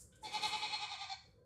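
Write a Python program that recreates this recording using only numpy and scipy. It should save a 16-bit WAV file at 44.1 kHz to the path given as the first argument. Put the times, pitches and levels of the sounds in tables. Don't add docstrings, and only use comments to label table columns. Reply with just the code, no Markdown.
import sys
import numpy as np
from scipy import signal
from scipy.fft import rfft, irfft
from scipy.io import wavfile
from scipy.ndimage import uniform_filter1d

SR = 44100
rng = np.random.default_rng(int(sys.argv[2]) if len(sys.argv) > 2 else 0)


def unload_audio(sound):
    columns = np.transpose(np.atleast_2d(sound))
    steps = np.round(np.clip(columns, -1, 1) * 32767)
    wavfile.write(sys.argv[1], SR, steps.astype(np.int16))


N = 63945
TIME_S = np.arange(N) / SR
FREQ_HZ = np.fft.rfftfreq(N, 1 / SR)

# frequency in Hz, relative level in dB.
RUMBLE_SPECTRUM = [(20, -20.5), (40, -11), (65, 4), (130, 1), (210, -8.5), (300, -21.5), (500, -27.5),
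                   (750, -29.5), (1500, -26.5), (2600, -47), (4500, -42), (8000, -40.5), (12000, -43.5),
                   (15000, -54.5)]
LOW_RUSTLE_SPECTRUM = [(40, -31), (110, -2), (260, -3.5), (430, 0.5), (560, -1.5), (700, -15.5),
                       (1500, -50.5)]
STRAW_SPECTRUM = [(1000, -35), (3500, -23.5), (5000, -8), (7700, 0.5), (9500, -1.5), (12000, -13),
                  (15500, -26.5)]
CREAK_SPECTRUM = [(1000, -22.5), (1350, -12.5), (1520, 5.5), (1700, -15), (2400, -6), (2700, -12.5),
                  (3000, 2.5), (3350, -1), (3600, 1), (4100, -13.5), (5200, -9), (6000, -39.5)]
RASP_SPECTRUM = [(500, -6.5), (850, -8), (1050, -1), (2400, 5), (4200, -2), (7000, 1)]
# time in seconds, gain in dB.
RUMBLE_ENVELOPE = [(0, -64.5), (.2, -67.5), (.7, -69), (1.0, -71.5), (1.18, -70.5), (1.29, -64),
                   (1.45, -72)]
HUM_ENVELOPE = [(0, -80), (.2, -76.5), (.3, -97.5), (1.22, -91), (1.275, -67), (1.32, -80.5), (1.42, -66),
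                (1.45, -66.5)]
LOW_RUSTLE_ENVELOPE = [(0, -77), (.17, -78), (.25, -62), (.42, -58.5), (.58, -62.5), (.75, -66.5),
                       (.9, -80), (1.2, -98.5), (1.27, -81.5), (1.45, -75.5)]
# centre in Hz, width in Hz, relative level in dB.
HUM_BANDS = [(492.5, 71, -1), (1019, 55, -19), (1566, 33, -26.5)]
# frequency in Hz, time to fall 60 dB in seconds.
YARD_DECAY = [(200, 0.01), (800, 0.34), (2400, 0.3786), (4200, 0.4313), (8000, 0.4285), (14000, 0.25)]
# frequency in Hz, gain in dB.
YARD_SPECTRUM = [(200, -8), (700, -9), (780, -3), (860, -13), (1010, 4), (1200, -2), (1550, 6.5),
                 (1800, 4.5), (2020, 3), (2330, 0), (2800, -5.5), (3450, -2.5), (3800, -10.5), (4220, -1),
                 (4800, -5), (8000, -2.5)]
# delay in seconds, signed gain.
REFLECTIONS = [(.0011, 0.47), (.0029, -0.38), (.0047, .3), (.0075, .18)]
# peak time in seconds, level in dB, rise in seconds, decay in seconds.
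RUSTLE_BURSTS = [(0.014, -58, 0.0244, 0.0221), (.16, -67, 0.0071, 0.007827), (0.244, -62.5, .022, 0.054),
                 (0.34, -58.5, 0.0132, 0.026), (.435, -55, 0.01675, 0.038), (0.484, -56, 0.018, 0.017),
                 (0.571, -64.5, 0.014, 0.067)]
CREAK_BURSTS = [(.128, -73, .007, .06)]
# frequency in Hz, gain in dB.
THROAT_OPEN = [(150, -41.5), (330, -46.5), (425, -19), (520, -40.5), (610, -25), (700, -11), (790, -3.5),
               (855, 2), (930, -8), (1020, -4.5), (1110, -17.5), (1210, -6), (1290, -19.5), (1400, -22.5),
               (1850, -31.5), (2050, -14.5), (2220, -10.5), (2430, -6), (2750, -28), (3020, -10.5),
               (3150, -15), (3400, -4.5), (3550, -15.5), (3780, -3), (4000, -6.5), (4220, -2.5),
               (4450, -18.5), (5200, -19.5), (5600, -17), (6000, -25.5), (8000, -26), (8900, -33),
               (9500, -50.5), (15000, -65)]
THROAT_SHUT = [(150, -35), (420, -46), (580, -33.5), (750, -2.5), (880, 1), (1000, -19.5), (1350, -28.5),
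               (1900, -26.5), (2300, -9), (2850, -33), (3450, -7.5), (3900, -15.5), (4250, -5.5),
               (4700, -17), (6000, -23), (7800, -29), (9000, -63), (15000, -56.5)]
# centre in seconds, pitch near the top in Hz, drive gain in dB,
# treble gain in dB, rasp gain in dB, mouth opening from 0 to 1.
BLEAT_THROBS = [(.252, 431.2, -47.5, -1, 2.5, 0), (.357, 426.7, -40.5, -1.5, 1.5, 0.58),
                (.448, 428.8, -39.5, 0.5, 0, 0.75), (.545, 429.8, -42.5, -.5, 3.5, 0.97),
                (.640, 424.2, -44, 0, 4, 0.91), (.737, 421.8, -43.5, 0.5, 2, 0.91),
                (.833, 416.5, -43.5, -1.5, 1, 0.94), (.930, 407.7, -42.5, -2, -2, 0.66),
                (1.028, 405, -44, -2, 1.5, 0.51), (1.116, 390.7, -42, -2, -7.5, 0.04)]
# position from -0.5 to 0.5, ratio to the top pitch, tone gain in dB.
THROB_CONTOUR = [(-.5, .87, -17.5), (-.33, .945, -11), (-.16, .99, -2), (0, 1.008, -1.5), (.09, 1.0, -2),
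                 (.19, 0.863, -6), (.3, .81, -12), (0.501, .87, -16.5)]


def amp(db):
    return 10 ** (np.asarray(db) / 20)


def unit_rms(x):
    return x / np.sqrt(np.mean(x ** 2) + 1e-20)


def at_hz(points, hz):
    point_hz, value = np.transpose(points)
    return np.interp(np.log(hz + 1), np.log(point_hz + 1), value)


def envelope(points):
    return amp(np.interp(TIME_S, *np.transpose(points)))


def filtered(x, gain):
    return irfft(rfft(x) * gain, N)


def lowpass(x, cutoff_hz, order=6):
    return filtered(x, 1 / (1 + (FREQ_HZ / cutoff_hz) ** order))


def noise(spectrum):
    return unit_rms(filtered(rng.standard_normal(N), amp(at_hz(spectrum, FREQ_HZ))))


def wobble(rate_hz):
    return unit_rms(lowpass(rng.standard_normal(N), rate_hz, order=4))


def burst(peak_s, db, rise_s, decay_s):
    age_s = TIME_S - peak_s
    return amp(db) * np.exp(-(np.minimum(age_s, 0) / rise_s) ** 2 - np.maximum(age_s, 0) / decay_s)


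def far_hum():
    hum = np.zeros(N)
    for centre_hz, width_hz, db in HUM_BANDS:
        band = 1 / (1 + (2 * (FREQ_HZ - centre_hz) / width_hz) ** 2)
        hum += amp(db) * unit_rms(filtered(rng.standard_normal(N), band))
    return hum * envelope(HUM_ENVELOPE)


def rumble():
    return noise(RUMBLE_SPECTRUM) * envelope(RUMBLE_ENVELOPE)


def yard_echo(x):
    hz, age_s, bands = signal.stft(rng.standard_normal(SR), SR, nperseg=256)
    t60_s = at_hz(YARD_DECAY, hz)[:, None]
    gain = amp(at_hz(YARD_SPECTRUM, hz))[:, None] * np.sqrt(2 * np.log(1000) / (t60_s * SR))
    decay = np.exp(-np.log(1000) * age_s / t60_s)
    tail = signal.istft(bands * gain * decay, SR, nperseg=256)[1]
    return signal.fftconvolve(x, np.r_[np.zeros(200), tail])[:N]


def early_reflections(x):
    treble = x - lowpass(x, cutoff_hz=1712)
    return sum(gain * np.interp(TIME_S - delay_s, TIME_S, treble, left=0)
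               for delay_s, gain in REFLECTIONS)


def low_rustle():
    return noise(LOW_RUSTLE_SPECTRUM) * envelope(LOW_RUSTLE_ENVELOPE)


def straw(grain_db=1.5):
    hiss = noise(STRAW_SPECTRUM) * unit_rms(amp(grain_db * wobble(rate_hz=400)))
    rustles = hiss * sum(burst(*row) for row in RUSTLE_BURSTS)
    creak = noise(CREAK_SPECTRUM) * sum(burst(*row) for row in CREAK_BURSTS)
    return rustles + creak


def throat(x, response):
    size = 8192
    log_gain = np.log(amp(at_hz(response, abs(np.fft.fftfreq(size, 1 / SR)))))
    minimum_phase = np.exp(np.conj(signal.hilbert(log_gain)))
    ring = irfft(minimum_phase[:size // 2 + 1])[:size // 2]
    return signal.fftconvolve(x, ring)[:N]


def throbbing(centres_s):
    period_s, count = np.mean(np.diff(centres_s)), len(centres_s)
    padded_s = np.r_[centres_s[0] - period_s, centres_s, centres_s[-1] + period_s]
    throb = np.interp(TIME_S, padded_s, np.arange(count + 2)).clip(0, count + .5)
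    position = throb - np.round(throb)
    positions, ratios, gains_db = np.transpose(THROB_CONTOUR)
    ratio = np.interp(position, positions, ratios)
    ratio = np.where(throb < 1, 1 / np.sqrt(ratio), ratio)
    swell_db = np.interp(position, positions, gains_db)
    return uniform_filter1d(ratio, size=250), uniform_filter1d(swell_db, size=250)


def vocal_folds(cycles, harmonics=28):
    angle = np.pi * (cycles % 1) + 1e-9
    return (np.sin((2 * harmonics + 1) * angle) / np.sin(angle) - 1) / np.sqrt(2)


def rasp(cycles, pitch_hz):
    puff = 1 + np.exp(-(cycles % 1) / 0.34)
    harmonic_scale = np.sqrt(SR / 2 / pitch_hz)
    breath = unit_rms(puff * rng.standard_normal(N)) * harmonic_scale
    return filtered(breath, amp(at_hz(RASP_SPECTRUM, FREQ_HZ)))


def bleat():
    start_s, attack_s, end_s, release_s, treble_lag_s = .218, .014, 1.128, .035, .014
    jitter, shimmer, waver_hz = 0.00613, 0.35, 213.2
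    centres_s, *columns = np.transpose(BLEAT_THROBS)
    top_hz, drive_db, treble_db, rasp_db, mouth = (np.interp(TIME_S, centres_s, c) for c in columns)
    pitch_ratio, swell_db = throbbing(centres_s)
    pitch_hz = top_hz * pitch_ratio
    cycles = np.cumsum(pitch_hz * (1 + jitter * wobble(waver_hz))) / SR
    tone = vocal_folds(cycles) * (1 + shimmer * wobble(waver_hz))
    rasp_gain = amp(rasp_db - 6 + 0.3494 * swell_db)
    voice = tone * amp(swell_db) + rasp(cycles, pitch_hz) * rasp_gain
    lows = lowpass(voice, cutoff_hz=1710)
    treble_attack = np.clip((TIME_S - start_s - treble_lag_s) / attack_s, 0, 1)
    treble = (voice - lows) * amp(treble_db) * treble_attack
    attack = np.clip((TIME_S - start_s) / attack_s, 0, 1)
    release = np.clip(1 - (TIME_S - end_s) / release_s, 0, 1)
    drive = (lows + treble) * amp(drive_db) * attack * release
    return throat(drive * mouth, THROAT_OPEN) + throat(drive * (1 - mouth), THROAT_SHUT)


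def scene():
    calf = bleat()
    near = calf + early_reflections(calf) + low_rustle() + straw()
    return (near + yard_echo(near) + far_hum() + rumble())[None]


def record(dry):
    cutoff_hz = 15650
    taps = signal.firwin(511, cutoff_hz, window=("kaiser", 9), fs=SR)
    return signal.oaconvolve(dry, taps[None], "same")


dry = scene()
out = record(dry)
unload_audio(out)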